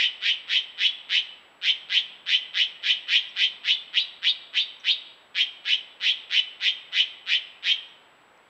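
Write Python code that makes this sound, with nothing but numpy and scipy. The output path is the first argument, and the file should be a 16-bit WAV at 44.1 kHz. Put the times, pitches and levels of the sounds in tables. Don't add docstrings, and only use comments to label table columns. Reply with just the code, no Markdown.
import sys
import numpy as np
from scipy import signal
from scipy.fft import rfft, irfft, next_fast_len
from scipy.io import wavfile
from scipy.ndimage import uniform_filter1d, map_coordinates

SR = 44100
rng = np.random.default_rng(int(sys.argv[2]) if len(sys.argv) > 2 else 0)


def volts_from_db(level):
    exponent = np.asarray(level, float) / 20
    return 10 ** exponent


def digitize_waveform(pressure):
    field = np.atleast_2d(pressure).T
    bounded = np.clip(field, -1, 1)
    quanta = np.round(bounded * 32767).astype(np.int16)
    wavfile.write(sys.argv[1], SR, quanta)


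N = 374409

# (start [s], length [s], level [dB], pitch near the end [Hz], moment of the peak [fraction of length])
SHRIEKS = [(-0.061, 0.14, -17.5, 3031, 0.7), (0.206, 0.13, -17.5, 3042, 0.66),
           (0.473, 0.12, -16.5, 3130, 0.89), (0.772, 0.12, -15.5, 3290, 0.8),
           (1.085, 0.12, -17, 3040, 0.78), (1.613, 0.11, -16, 3142, 0.87), (1.886, 0.12, -15.5, 3240, 0.79),
           (2.257, 0.12, -15.5, 3135, 0.84), (2.532, 0.12, -16.5, 3123, 0.67),
           (2.821, 0.12, -16, 3132, 0.78), (3.071, 0.12, -14.5, 3138, 0.81), (3.351, 0.12, -16, 3180, 0.8),
           (3.633, 0.12, -16, 3488, 0.56), (3.928, 0.1, -15.5, 3883, 0.4), (4.218, 0.096, -16, 3662, 0.85),
           (4.53, 0.1, -16.5, 3690, 0.36), (4.834, 0.102, -15.5, 3753, 0.8),
           (5.343, 0.091, -16, 3183, 0.92), (5.641, 0.12, -17.5, 3173, 0.81), (5.999, 0.13, -16, 3290, 0.7),
           (6.295, 0.11, -15.5, 3027, 1), (6.599, 0.11, -16, 3180, 0.77), (6.917, 0.12, -16, 3172, 0.73),
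           (7.258, 0.12, -16.5, 3010, 0.79), (7.624, 0.12, -16.5, 3197, 0.8)]
HARMONICS_DB = [0, -2.5, -6.5, -18.5]
SIDE_STEPS = [-2, -1, -.5, .5, 1, 2]
SIDE_DB = [-24.5, -10.5, -5, -5, -9.5, -20.5]
# (frequency [Hz], relative gain [dB])
THROAT = [(300, -59), (900, -22.5), (1300, -12.5), (2000, -8.5), (3100, 2), (3800, -1), (4400, -10),
          (5400, -13), (7000, -26.5), (9000, -38.5), (16000, -61.5)]
# (centre [Hz], width [Hz], gain [dB])
NEARBY_BANDS = [(1673, 37, 3), (1905, 51, 3.5), (2005, 35, 6), (2450, 62, 2.5), (2860, 170, -3.5),
                (2982, 78, 5), (3180, 44, -1), (4240, 20, -1), (4980, 100, -1.5), (5950, 80, -4),
                (6730, 100, -5)]
# (frequency [Hz], T60 [s])
FAR_DECAY = [(1000, .5), (2000, 0.94), (3200, 0.65), (4700, 0.71), (7000, 0.35), (12000, 0.13)]
# (frequency [Hz], relative gain [dB])
ECHO_COLOUR = [(1000, 1), (2400, -1), (3400, 2), (4800, -3.5), (6500, 0), (12000, -18)]
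# (frequency [Hz], relative density [dB per Hz])
HUSH_SPECTRUM = [(15, -46.5), (25, -22), (60, -16), (123, -12), (249, -7.5), (575, -3.5), (900, -2.5),
                 (1500, -4.5), (3200, -11), (4300, -22), (5700, -32.5), (7000, -37), (16000, -38)]
WHINE_STUMBLES = [5.865, 7.145, 8.275]
# (middle [s], peak rms level [dB], spread [s])
RUMBLE_SWELLS = [(1.93, -71, 0.14), (2.6, -77.5, 0.44), (3.7, -78, .25)]
# (start [s], level [dB], settled pitch [Hz])
CHIPS = [(2.9894, -69, 5630), (3.289, -52, 5630), (4.797, -51.5, 5700), (7.8855, -61, 5660)]
# (start [s], level [dB])
TICKS = [(8.376, -54)]

START_HZ, SECOND_VOICE_HZ, FLUTTER_HZ = 1243.4, 944, 187.6
OVERTONE_DB, PURER_DB_PER_KHZ, USUAL_END_HZ = 1.36, 6, 3170
HUSH_RMS_DB = -57
WHINE_HZ, WHINE_FLIPS_PER_S, WHINE_PEAK_DB = 7797.3, 59.25, -73.5
BAND_LIMIT_HZ = 15720


def unit(x):
    return x / np.sqrt(np.mean(x ** 2) + 1e-20)


def along(points, hz):
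    point_hz, values = np.transpose(points)
    return np.interp(np.log(hz + 1), np.log(point_hz + 1), values)


def filtered(x, gain):
    size = next_fast_len(len(x) + SR // 4)
    return irfft(rfft(x, size) * gain(np.fft.rfftfreq(size, 1 / SR)), size)[:len(x)]


def drift(size, hz):
    knots = rng.standard_normal(size)
    return unit(map_coordinates(knots, [np.arange(size) * hz / SR]))


def opening_beak(x, length_s, end_hz):
    hz, t, z = signal.stft(x, SR, nperseg=256, noverlap=192)
    edge_hz = np.interp(t / length_s, [0, .2, .55, 1], [800, 1250, 0.59 * end_hz, 0.69 * end_hz])
    below_db = np.clip(60 * np.log2((hz[:, None] + 1) / edge_hz), -24, 0)
    return signal.istft(z * volts_from_db(below_db), SR, nperseg=256, noverlap=192)[1][:len(x)]


def shriek(length_s, end_hz, overtone_db, peak):
    t = np.arange(SR // 5) / SR
    u = t / length_s
    peak = np.clip(peak, .45, .95)
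    swell_db = np.interp(u, [0, .12, .4, peak, 1, 1.06], [-26.5, -14.5, -3.5, -0.5, -10.0, -38.5])
    swell = volts_from_db(swell_db) * (u < 1.1)
    rough = np.interp(u, [0, .25, .7, .9], [.4, 1, .9, .5]) * (3100 / end_hz) ** 2.5

    sweep = np.interp(u, [0, .35, .8, 1], [0, .35, 1, 1.01])
    pitch_hz = START_HZ + (end_hz - START_HZ) * sweep + 170 * rough * drift(len(t), hz=600.0)
    second_hz = SECOND_VOICE_HZ + 130 * rough * drift(len(t), hz=300.7)
    sweep_rad, second_rad = 2 * np.pi * np.cumsum([pitch_hz, second_hz], axis=1) / SR

    fade_db = overtone_db - 16 * u ** 2
    voice = 0
    for k, db in enumerate(HARMONICS_DB):
        voice = voice + volts_from_db(db + fade_db * (k > 0)) * np.exp(1j * (k + 1) * sweep_rad)

    closing_db = np.interp(u, [.75, .95], [0, -5.5])
    lift_db = 11 * u * np.clip((end_hz - 3200) / 500, 0, 1)
    mixing = 1
    for step, db in zip(SIDE_STEPS, SIDE_DB):
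        side_db = db + lift_db * ((step == 1) - .5 * (step < 0)) + closing_db
        start_rad = rng.uniform(0, 2 * np.pi)
        mixing = mixing + volts_from_db(side_db) * np.exp(1j * (step * second_rad + start_rad))

    second_octave = volts_from_db(-13.0) * np.exp(2j * second_rad)
    rasp = 1 + 0.33 * rough * (drift(len(t), hz=1185.4) + 1j * drift(len(t), hz=1194))
    breath = volts_from_db(-2.0 + 1.2 * overtone_db - 3.4 * u ** 2) * rng.standard_normal(len(t))

    depth = np.clip(0.22 + 0.87 * np.exp(-t / 0.024), 0, 1)
    flutter_cycles = np.cumsum(FLUTTER_HZ + 40 * u * drift(len(t), hz=119)) / SR
    flutter = (1 - depth * np.cos(np.pi * flutter_cycles) ** 2) ** 1.21

    source = np.real((voice * mixing + second_octave) * rasp) + breath
    beak = opening_beak(swell * flutter * source, length_s, end_hz)
    neck = volts_from_db(-18.5) * swell * flutter * np.real(np.exp(1j * second_rad) * rasp)
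    out = filtered(beak + neck, lambda hz: volts_from_db(along(THROAT, hz)))
    return out / np.sqrt(np.max(uniform_filter1d(out ** 2, size=900)) * 2)


def wood(x, wet_db):
    hz, t, z = signal.stft(rng.standard_normal(SR), SR, nperseg=256)
    near = volts_from_db(14.0 - 60 * t / 0.12)
    far = volts_from_db(-60 * t / along(FAR_DECAY, hz)[:, None])
    colour = volts_from_db(along(ECHO_COLOUR, hz))[:, None]
    tail = signal.istft(z * colour * (near + far), SR, nperseg=256)[1][:SR]
    tail *= 1 - np.exp(-np.arange(SR) / SR / 0.0029)
    tail *= volts_from_db(wet_db) / np.linalg.norm(tail)

    def bands_db(hz):
        return sum(db * np.exp(-((hz - centre) / width) ** 2 / 2) for centre, width, db in NEARBY_BANDS)

    out = signal.fftconvolve(filtered(x, lambda hz: volts_from_db(0.8 * bands_db(hz))), tail)
    out[:len(x)] += filtered(x, lambda hz: volts_from_db(bands_db(hz)))
    return out


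def jay():
    out = np.zeros(N + 3 * SR)
    for start_s, length_s, db, end_hz, peak in SHRIEKS:
        overtone_db = OVERTONE_DB - PURER_DB_PER_KHZ * max(end_hz - USUAL_END_HZ, 0) / 1000
        call = wood(shriek(length_s, end_hz, overtone_db, peak), wet_db=-10.5)
        out[SR + round(start_s * SR):][:len(call)] += volts_from_db(db) * call
    return out[SR:SR + N]


def hush():
    noise = filtered(rng.standard_normal(N), lambda hz: volts_from_db(along(HUSH_SPECTRUM, hz)))
    return volts_from_db(HUSH_RMS_DB) * unit(noise)


def whine():
    t = np.arange(N) / SR
    stumble = sum(np.exp(-((t - s) / .012) ** 2) for s in WHINE_STUMBLES)
    flips = np.tanh(120 * np.sin(np.pi * WHINE_FLIPS_PER_S * t))
    phase_rad = 2 * np.pi * WHINE_HZ * t + 2 * stumble * drift(N, hz=250)
    return volts_from_db(WHINE_PEAK_DB) * flips * np.sin(phase_rad)


def rumble():
    t = np.arange(N) / SR
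    band = [(30, -120), (70, -31), (150, 2.0), (220, -1), (420, -30.0), (1500, -120)]  # (Hz, dB)
    noise = unit(filtered(rng.standard_normal(N), lambda hz: volts_from_db(along(band, hz))))
    swells = sum(volts_from_db(db) * np.exp(-((t - s) / spread_s) ** 2 / 2) for s, db, spread_s in RUMBLE_SWELLS)
    return swells * noise


def small_bird():
    out, t = np.zeros(N + 2 * SR), np.arange(SR // 50) / SR
    for start_s, db, hz in CHIPS:
        pitch_hz = hz * (1 + .12 * np.exp(-t / .002)) + 180 * drift(len(t), hz=900)
        envelope = volts_from_db(-60 * t / .08) * np.sin(np.pi * t / t[-1]) ** .5
        chip = wood(np.sin(2 * np.pi * np.cumsum(pitch_hz) / SR) * envelope, wet_db=-10)
        out[round(start_s * SR):][:len(chip)] += volts_from_db(db) * chip
    return out[:N]


def twig():
    out, t = np.zeros(N + SR), np.arange(SR // 50) / SR
    for start_s, db in TICKS:
        out[round(start_s * SR):][:len(t)] += volts_from_db(db - 60 * t / .012) * rng.standard_normal(len(t))
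    band = [(1500, -18), (3500, 5.0), (6000, 0.5), (11000, -36)]  # (Hz, dB)
    return filtered(out[:N], lambda hz: volts_from_db(along(band, hz)))


def scene():
    return (jay() + hush() + rumble() + small_bird() + twig())[None]


def top_cut(x):
    return signal.sosfilt(signal.butter(12, 15720, fs=SR, output="sos"), x)


def record(dry):
    padded = np.pad(dry[0] + whine(), SR, "reflect")
    heard = filtered(padded, lambda hz: hz < BAND_LIMIT_HZ)[None, SR:-SR]
    return top_cut(heard)


dry = scene()
out = record(dry)
digitize_waveform(out)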